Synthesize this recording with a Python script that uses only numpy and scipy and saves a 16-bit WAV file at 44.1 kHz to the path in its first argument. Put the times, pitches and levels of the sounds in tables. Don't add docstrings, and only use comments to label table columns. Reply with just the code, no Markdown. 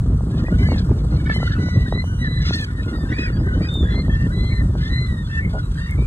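import sys
import numpy as np
from scipy import signal
from scipy.fft import rfft, irfft, next_fast_len
from scipy.io import wavfile
from scipy.ndimage import uniform_filter1d

SR = 44100
rng = np.random.default_rng(int(sys.argv[2]) if len(sys.argv) > 2 else 0)


def materialize(psi):
    bounded = np.clip(np.atleast_2d(psi).T, -1, 1)
    quanta = np.round(bounded * 32767).astype(np.int16)
    wavfile.write(sys.argv[1], SR, quanta)


def rack_gain(trim_db):
    fader = np.asarray(trim_db, float)
    return 10 ** (fader / 20)


N = 267510


def rms_one(x):
    return x / np.sqrt(np.mean(x ** 2) + 1e-20)


def at_hz(points, hz):
    point_hz, point_db = np.transpose(points)
    return np.interp(np.log(hz), np.log(point_hz), point_db)


def drift(rate_hz, size=N):
    knots_per_s = 400
    knots = rng.standard_normal(int(size / SR * knots_per_s) + 402)
    r = np.exp(-2 * np.pi * rate_hz / knots_per_s)
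    slow = rms_one(signal.lfilter([1], [1, -2 * r, r * r], knots)[400:])
    return np.interp(np.arange(size) * knots_per_s / SR, np.arange(len(slow)), slow)


def band(x, low_hz, high_hz):
    return signal.sosfilt(signal.butter(2, [low_hz, high_hz], "band", fs=SR, output="sos"), x)


def banded_noise(spectrum, gains_db, channels=1):
    low_end, high_end = spectrum[0][0], spectrum[-1][0]
    edges = low_end * 2 ** np.arange(0, np.log2(high_end / low_end) + .2, 1 / 3)
    white = rng.standard_normal((2, channels, N + SR // 10))
    total = 0
    for k, (low, high) in enumerate(zip(edges, edges[1:])):
        gain = rack_gain(at_hz(spectrum, np.sqrt(low * high)) + gains_db())
        total = total + gain * band(white[k % 2], low, high)[:, -N:]
    return rms_one(total)


def clicks(events):
    out = np.full(N, 1e-18)
    for s, peak_db in events:
        out[round(s * SR)] = rack_gain(peak_db) * rng.choice([-1, 1])
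    return out


# start_s, rumble_db, turbulence_db (over the rumble)
GUSTS = [(0.06, -17, -18), (0.209, -15.5, -19.5), (0.29, -21.5, -7), (0.53, -15, -11), (1.14, -18, -10),
         (1.8, -17.5, -15.5), (1.91, -20.5, -11.5), (2.44, -18.5, -23), (2.5, -23, -9.5), (2.6, -22, -15),
         (2.68, -24, -13.5), (3.239, -21, -4.5), (3.31, -15.5, -14.5), (3.7, -21, -5.5), (3.85, -13.5, -14),
         (3.91, -16, -12.5), (5.92, -21.5, -21), (5.95, -19.5, -14.5)]
# pitch_hz, level_db (per Hz)
RUMBLE = [(12, -45.5), (20, -40), (48, 1.5), (70, 0.5), (157, -5.5), (260, -26), (340, -35), (570, -120)]
TURBULENCE = [(100, -9.5), (180, 0), (260, -2.5), (400, -13), (600, -23), (900, -36), (1300, -25.5),
              (1900, -106.5)]


def wind():
    s, rumble_db, over_db = np.transpose(GUSTS)
    t = np.arange(N) / SR
    rumble_db, over_db = np.interp(t, s, rumble_db), np.interp(t, s, over_db)
    gust = drift(11.7)
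    eddies = drift(40) + .7 * gust
    rumble = rack_gain(rumble_db + 1.37 * gust) * banded_noise(RUMBLE, lambda: 0.54 * drift(6.6))
    lumps = banded_noise(TURBULENCE, lambda: 4.2 * np.minimum(eddies, 2.3) + 2.0 * drift(30))
    settle = np.clip(t[::-1] / .006, 0, 1)
    opening = rack_gain(-19) * np.exp(-t / .004)
    return opening + settle * (rumble + rack_gain(rumble_db + over_db + 2.5) * lumps)[0]


# pitch_hz, level_db (per Hz)
AIR = [(900, 1), (1400, 1), (1900, -17.5), (2300, -18), (3200, -17), (4800, -15.5), (6400, -25),
       (8200, -19), (9500, -26), (12500, -30.5), (15000, -32)]


def air():
    swell = .7 * drift(1.5) + 1.3 * drift(45)
    shared, own = banded_noise(AIR, lambda: swell + 1.2 * drift(14), channels=2)
    return rack_gain(-45) * (shared + 0.34 * own * np.array([[1], [-1]]))


def cry(rows, rasp, lead_us, *overtones_db):
    s, hz, level_db = np.transpose(rows)
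    t = np.arange(round(s[0] * SR), min(round(s[-1] * SR), N)) / SR
    size = len(t)
    effort_db = np.interp(t, s, level_db)
    pitch = np.interp(t, s, hz) * (1 + 0.02 * rasp * drift(60, size))

    order = np.arange(1, 31, .5)
    order = order[(order * hz.mean() > 1250) & (order * hz.max() < 15500)][:, None]
    line_hz = order * hz.mean()
    colour_db = np.interp(line_hz, [2000, 4000, 6000, 8000, 15500], [*overtones_db, overtones_db[-1] - 16])
    colour_db = colour_db - 6 * np.exp(-((line_hz - 2750) / 330) ** 2)
    height = rack_gain(colour_db) * np.where(order % 1, 0.86 * rasp ** 2, 1)

    r = np.exp(-2 * np.pi * 90 / SR)
    smear = signal.lfilter([1], [1, -2 * r, r * r], rng.standard_normal((len(order), size + 300)))[:, 300:]
    lines = height * (1 - rasp + 1.3 * rasp * rms_one(smear)) / np.sqrt(np.sum(height ** 2) / 2)
    lines = lines * rack_gain(0.29 * np.log2(line_hz / 2000).clip(0) * (effort_db - level_db.max()))

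    edge = np.clip(np.minimum(t - s[0], s[-1] - t) / 0.0079, 0, 1)
    chop_db = rasp * drift(50, size)
    throb = rack_gain((1.37 + 5.74 * rasp) * drift(22, size) + chop_db)
    phase = 2 * np.pi * np.cumsum(pitch) / SR * order + rng.uniform(0, 2 * np.pi, (len(order), 1))
    half_lead = np.pi * order * pitch * lead_us * 1e-6
    ears = [np.sum(lines * np.sin(phase + sign * half_lead), axis=0) for sign in (-1, 1)]
    return round(s[0] * SR), np.array(ears) * edge * throb * rack_gain(effort_db)


def flock(cries, voices):
    out = np.zeros((2, N))
    for rows, voice in zip(cries, voices):
        at, sound = cry(rows, *voice)
        out[:, at:at + sound.shape[1]] += sound
    return out


def far_flock(count):
    cries, voices = [], []
    for when, stretch, height, strength, side in rng.random((count, 5)):
        s, length = .25 + when * (N / SR - .45), .06 + .16 * stretch
        hz, db = 1380 + 620 * height, -51.5 + 10 * strength
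        cries.append([(s, .93 * hz, db - 4), (s + length / 2, hz, db), (s + length, .9 * hz, db - 6)])
        voices.append((.5, 240 * side - 80, 0, -17, -30, -44))
    return flock(cries, voices)


# start_s, level_db
BUSTLE = [(0.05, -61), (0.68, -40.5), (0.83, -70.5), (1.11, -42), (1.41, -44), (1.74, -47), (2.15, -61),
          (2.4, -42), (2.77, -64), (3.08, -41), (3.73, -48.5), (4.42, -64), (4.61, -77), (4.84, -48),
          (5.02, -50), (5.39, -54), (5.57, -64), (6.0, -47.5)]


def distant():
    s, level_db = np.transpose(BUSTLE)
    return rack_gain(.6 * (np.interp(np.arange(N) / SR, s, level_db) + 53)) * far_flock(count=60)


# start_s, level_db
WINGS = [(.045, -47), (.065, -48), (.315, -47), (.412, -50.5), (.44, -45.5), (.555, -48), (.588, -41),
         (.765, -42), (.792, -50), (.85, -49), (1.245, -45), (1.34, -46), (1.42, -49), (1.53, -48),
         (2.425, -40), (2.535, -44), (2.65, -41.5), (2.86, -49), (3.08, -50), (3.6, -48), (4.02, -46),
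         (4.44, -48.5), (4.555, -48), (4.785, -46), (5.035, -52), (5.225, -48.5), (5.27, -50), (5.535, -45),
         (5.59, -49.5), (5.72, -45.5), (5.745, -45)]


def wings():
    t, stroke_s = np.arange(N) / SR, 0.0056
    puffs = sum(rack_gain(db) * np.exp(-((t - at) / stroke_s) ** 2) for at, db in WINGS)
    shared, own = rms_one(band(rng.standard_normal((2, N)), 1500, 5600))
    return rack_gain(-3) * puffs * (shared + .12 * own * np.array([[1], [-1]]))


# start_s, peak_db
POPS = [(0.208, -20), (0.484, -16.5), (0.688, -14.5), (0.719, -10.5), (0.761, -20.5), (0.728, -21),
        (0.894, -22), (0.917, -18.5), (1.402, -20), (3.411, -24), (1.14, -24), (1.299, -15), (1.363, -17),
        (1.43, -11.5), (1.686, -20), (1.925, -7.5), (1.976, -24), (2.041, -19), (2.508, -14.5),
        (2.949, -25.5), (3.755, -23), (3.944, -22.5), (4.082, -19.5), (4.753, -19.5)]
# start_s, end_s, pitch_hz, level_db
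FLUTTER = (5.532, 5.585, 211, -31)


def pops():
    start, end, hz, level_db = FLUTTER
    run = []
    for s in np.arange(start, end, 1 / hz):
        swell_db = 10 * np.sin(np.pi * ((s - start) / (end - start)) ** .5)
        run.append((s + rng.normal() / 20 / hz, level_db + swell_db + 2 * rng.normal()))
    snaps = rack_gain(28) * band(clicks(POPS), 210, 786)
    buzz = rack_gain(32) * band(band(np.abs(clicks(run)), 400, 1300), 370, 730)
    return signal.sosfilt(signal.butter(4, 1350, fs=SR, output="sos"), snaps + buzz)


def contour(start, length, first_hz, last_hz, level_db, arch, loudest, fade_db):
    u = np.linspace(0, 1, 17)
    slack = np.where(u < loudest, 1 - u / loudest, (u - loudest) / (1 - loudest)) ** 2
    hz = (first_hz + (last_hz - first_hz) * u) * (1 + arch * length * (1 - slack))
    return np.transpose([start + length * u, hz, level_db - fade_db * slack])


# start_s, length_s, first_pitch_hz, last_pitch_hz, level_db
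WHISTLES = [(1.908, 0.125, 1890, 2050, -33), (2.185, .335, 1930, 1915, -34), (3.9, 0.13, 2004, 2080, -35),
            (4.315, 0.295, 1955, 2005, -35), (4.895, .19, 1965, 2010, -32)]
MEWS = [
    (0.312, 0.12, 1720, 1760, -52),
    (3.105, 0.24, 1850, 1862, -33),
    (4.089, 0.19, 882, 909, -30.5),
    (5.287, 0.135, 895, 892, -30),
    (5.768, 0.14, 900, 922, -32.5),
]
BARKS = [
    (2.436, 0.14, 720, 756, -46),
    (2.468, 0.15, 782, 782, -32),
]
BRAYS = [(1.17, 0.087, 773, 698, -46.5), (.495, 0.063, 700, 770, -43), (0.58, 0.066, 748, 770, -41),
         (.755, 0.042, 855, 804, -51), (1.333, 0.056, 1010, 1030, -28.5), (1.377, .135, 1018, 968, -33.5),
         (1.78, 0.059, 890, 1015, -36.5), (2.875, 0.049, 700, 690, -38.5), (1.8, 0.046, 665, 810, -44),
         (2.435, 0.075, 730, 520, -35), (.315, 0.14, 925, 680, -49)]
CROAKS = [
    (2.411, 0.1, 710, 705, -31.5),
    (1.3, .055, 657, 706, -42.5),
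    (0.97, .05, 780, 682, -50),
    (4.787, .17, 580, 770, -43),
]
PIPES = [
    (0.657, 0.11, 2250, 2074, -37.5),
    (2.933, 0.24, 2390, 2400, -63),
    (3.605, 0.1, 2256, 2540, -34),
]
PEEPS = [(6.9, 0.045, 2300, 2750, -44), (3.845, 0.058, 1600, 1700, -31.5), (3.695, 0.048, 1920, 1820, -47),
         (3.5, 0.063, 1440, 1500, -34), (3.57, 0.048, 1500, 1620, -39), (4.5, .04, 2190, 2200, -40),
         (6.3, .03, 1400, 1700, -47), (3.6, 0.029, 2000, 1800, -45), (1.095, 0.051, 1720, 1100, -43),
         (2.745, 0.074, 1900, 1750, -36.5), (2.207, .08, 2020, 1680, -27.5),
         (3.591, 0.088, 1830, 1920, -35), (4.03, 0.049, 1800, 1910, -38), (4.6, 0.027, 1610, 1100, -43),
         (4.278, 0.066, 1300, 1720, -34), (5.42, 0.086, 940, 1100, -37.5), (5.525, .085, 1440, 1423, -35.5),
         (.445, .065, 1850, 1960, -34), (.622, .062, 1570, 1780, -34), (.505, .055, 1390, 1500, -29.5),
         (3.43, .075, 1560, 1520, -36), (.385, .04, 1400, 1380, -39), (1.855, .04, 1430, 1930, -33),
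         (1.915, .11, 1870, 2020, -33), (4.862, .045, 1600, 1950, -37), (2.07, 0.12, 1520, 1450, -43),
         (5.407, .06, 2180, 2110, -33), (5.872, 0.095, 2170, 2070, -37), (5.975, 0.13, 2270, 2390, -40),
         (4.5, 0.041, 1800, 2270, -51)]
SIDE_PEEPS = [(0.303, .06, 1577, 1760, -39.5), (1.265, 0.02, 1750, 1780, -23.5),
              (1.289, 0.032, 1790, 1710, -23), (1.332, 0.014, 1690, 1670, -28),
              (1.478, 0.032, 1750, 1840, -37), (1.5, 0.037, 1700, 1690, -31.5),
              (1.525, 0.043, 1760, 1790, -37), (2.52, 0.13, 1874, 1667, -34),
              (3.05, 0.1, 1600, 1440, -37.5), (5.48, 0.039, 1810, 1760, -47),
              (2.678, 0.039, 1445, 1415, -36.5), (4.83, 0.065, 3470, 3530, -43),
              (1.55, 0.2, 1467, 1400, -38), (2.444, 0.1, 1373, 1398, -37), (2.777, 0.18, 1416, 1385, -38),
              (4.5, 0.13, 1834, 1766, -35.5), (4.795, 0.093, 1630, 1800, -37),
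              (4.884, .11, 1843, 1824, -35)]
YELP = [(3.121, 0.18, 2175, 2030, -33.5)]
SQUEAL = [
    (3.684, 0.17, 3580, 3437, -32.5),
    (3.848, 0.112, 3410, 3310, -41.5),
]
SHRIEK = [(2.035, .2, 2970, 2912, -49)]
TAILS = [(1.582, 0.28, 1980, 1950, -38.5), (1.85, .05, 1940, 1840, -35), (2.929, .055, 1880, 1860, -39),
         (2.985, .075, 1820, 1780, -42), (5.078, .08, 1975, 1880, -38), (5.165, .07, 1880, 1820, -40),
         (4.61, 0.14, 1950, 1720, -53), (4.8, .09, 2030, 2100, -45), (4.585, .035, 2040, 1950, -39)]
CLEAR_BARK = [(0.571, .26, 976, 736, -34.5)]
SQUAWKS = [(0.296, .14, 640, 604, -54), (0.543, .07, 676, 762, -48), (0.755, 0.074, 840, 781, -46),
           (1.06, .12, 670, 700, -50), (1.459, .09, 640, 599, -46), (1.732, 0.22, 630, 585, -50),
           (2.223, 0.053, 725, 662, -48), (2.815, 0.11, 644, 723, -51.5), (3.069, 0.068, 620, 636, -53),
           (3.168, 0.071, 665, 603, -50.5), (3.535, 0.11, 619, 645, -52), (4.005, .28, 648, 652, -51.5),
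           (4.411, .2, 693, 613, -61.5), (4.77, 0.14, 608, 676, -49.5), (5.229, 0.16, 680, 684, -52),
           (5.492, 0.13, 711, 659, -49.5), (5.702, .11, 640, 675, -50)]
SCOLD = [
    (1.252, 0.04, 734, 758, -35.5),
    (1.291, .052, 449, 436.6, -35),
]
WAIL = [(1.585, 0.2, 727, 691, -42)]
DROOP = [
    (2.522, 0.1, 920, 877, -33.5),
    (2.606, .05, 840, 780, -29.5),
]
THIN = [(3.322, .06, 4620, 4660, -46), (3.375, .055, 4900, 4970, -49), (3.075, .05, 2650, 2800, -48),
        (3.18, .075, 3850, 3950, -47), (5.31, .065, 3450, 3480, -47), (5.625, .055, 3950, 3850, -49),
        (2.93, .1, 4740, 4830, -52), (4.085, .08, 3220, 3260, -47), (2.655, .075, 2170, 2200, -51),
        (2.76, .09, 3780, 3900, -52), (.695, .055, 2900, 2740, -43), (2.78, .095, 2400, 2600, -52),
        (3.52, .08, 2930, 3100, -50), (3.275, .055, 3400, 3500, -53), (4.36, .08, 3330, 3450, -49),
        (4.44, .065, 3260, 3230, -50), (4.46, .13, 3820, 3860, -51), (5.755, .125, 4680, 4620, -50),
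        (5.755, .045, 3940, 4010, -49), (5.81, .065, 3690, 3700, -48), (5.975, .05, 3680, 3740, -52),
        (5.23, .05, 3430, 3480, -49), (4.865, .04, 3200, 3230, -51), (3.6, .085, 3790, 3880, -50),
        (5.29, .035, 2560, 2780, -46), (.46, .03, 2440, 2480, -47)]
# rasp (0-1), right_lead_us, arch (share per s),
# loudest_at (share of the cry), end_fade_db
MANNERS = [(0.15, 40.5, 0.11, .63, 7), (0.3, 24, 0.055, 0.63, 12), (.55, -17.5, .7, 0.44, 12),
           (0.2, 3, .01, 0.35, 7), (0.5, 5, .15, 0.5, 4), (0.19, 10, 0.17, 0.54, 11),
           (.27, 6, 0.12, 0.7, 5), (0.24, 36, 0.144, 0.84, 4), (0.2, 10.5, 1.2, .68, 8),
           (0.17, 81, .2, .45, 3.5), (0, 5.5, 0.022, 0.63, -1.5), (0.07, 48, .01, 0.5, 1.5),
           (0.28, -9, .565, .44, 7), (.85, 13, .1, .5, 1.5), (0.35, 153, 0.11, 0.46, 2.5),
           (.18, 4.5, 0.22, 0.55, 5), (.26, -15, .15, .45, 3), (.15, 20, .05, .5, 4)]
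# overtone level_db near 2, 4, 6 and 8 kHz
THROATS = [(2.5, 3, -23.5, -30), (12.5, -18, -14, -34), (2, 9, -8, -29), (3, -3.5, -15.5, -23),
           (1, 5.5, -4, -31), (4, 2.5, -8, -37), (29, -9.5, -12, -35.5), (15, -26, -36, -51),
           (2.5, -10, -15, -36), (-7, 3.5, -17, -22), (4, 2, -4.5, -9.5), (13.5, 2, -31, -41),
           (13.5, 0, -11, -15), (6, 11.5, -3, -22), (4.5, -7.5, -28, -40), (1, -1.5, -1, -35),
           (4.5, 6.5, -8, -13), (6, -11, -17, -37)]


def near_flock():
    birds = [WHISTLES, MEWS, BARKS, BRAYS, CROAKS, PIPES, PEEPS, SIDE_PEEPS, YELP, SQUEAL, SHRIEK, TAILS,
             CLEAR_BARK, SQUAWKS, SCOLD, WAIL, DROOP, THIN]
    out = np.zeros((2, N))
    for rows, (rasp, lead_us, *shape), throat in zip(birds, MANNERS, THROATS):
        cries = [contour(*row, *shape) for row in rows]
        out += flock(cries, [(rasp, lead_us, *throat)] * len(rows))
    return out


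def lot(x):
    out = x.copy()
    for lag_s, echo_db in [(.004, -11), (.029, -19), (.071, -24)]:
        lag = round(lag_s * SR)
        out[:, lag:] += rack_gain(echo_db) * x[::-1, :-lag]
    return out


# start_s, peak_db
TICKS = [
    (3.7407, -35),
    (5.911, -35),
]


def ticks():
    return rack_gain(17) * band(clicks(TICKS), 6000, 15000)


# pitch_hz, right_lead (radians)
PORTS = [(1000, -2.6), (1900, -2.4), (3900, -2.6), (5100, -3.1), (7600, -5.9), (9650, -6.9), (15300, -12.4)]


def ports(x):
    size = next_fast_len(N + 4096)
    lead = np.interp(np.arange(size // 2 + 1) * SR / size, *np.transpose(PORTS))
    return irfft(rfft(x, size) * np.exp(.5j * lead * np.array([[-1], [1]])), size)[:, :N]


def scene():
    buffet = wind() + pops()
    hiss, far = air(), distant()
    return ports(lot(near_flock() + far) + hiss + ticks() + wings()) + buffet


# low_hz, high_hz
FRAIL_BANDS_HZ = [(2130, 2800), (4500, 5900), (10900, 15800)]


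def drop_weak(pair, under_db, masked_db):
    mid, side = signal.stft(pair, nperseg=2048)[2]
    bins = np.arange(len(mid))
    centre = (bins // 11 * 11 + 5).clip(0, bins[-1])
    power = uniform_filter1d(np.abs(mid) ** 2, size=11, axis=0)[centre]
    around = uniform_filter1d(np.abs(mid) ** 2 + np.abs(side) ** 2, size=71, axis=0)
    hz = np.linspace(0, SR / 2, len(mid))[:, None]
    frail = sum((hz > low) & (hz < high) for low, high in FRAIL_BANDS_HZ) > 0
    usual = np.median(power, axis=1, keepdims=True)
    strong = (power > usual * rack_gain(2 * under_db)) & (power > around * rack_gain(2 * masked_db))
    return signal.istft(np.array([mid * (~frail | strong), side]), nperseg=2048)[1][:, :N]


def top_cut(x):
    return signal.sosfilt(signal.butter(12, 16580, fs=SR, output="sos"), x)


# low_hz, high_hz
SIDE_BANDS_HZ = [(760, 7650), (8950, 15200)]
# low_hz, high_hz
MID_GAP_HZ = (11800, 13150)


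def record(dry):
    size = next_fast_len(N + 4096)
    hz = np.arange(size // 2 + 1) * SR / size
    mid, side = rfft([dry[0] + dry[1], dry[0] - dry[1]], size) / 2
    wide = sum((hz > low) & (hz < high) for low, high in SIDE_BANDS_HZ)
    side = side * np.clip(hz / 1350, 0, 1) ** 7.3 * wide
    mid = mid * ((hz < MID_GAP_HZ[0]) | (hz > MID_GAP_HZ[1])) * (hz < 15800)
    mid, side = drop_weak(irfft([mid, side], size)[:, :N], under_db=-2, masked_db=-11)
    return top_cut(np.array([mid + side, mid - side]))


dry = scene()
out = record(dry)
materialize(out)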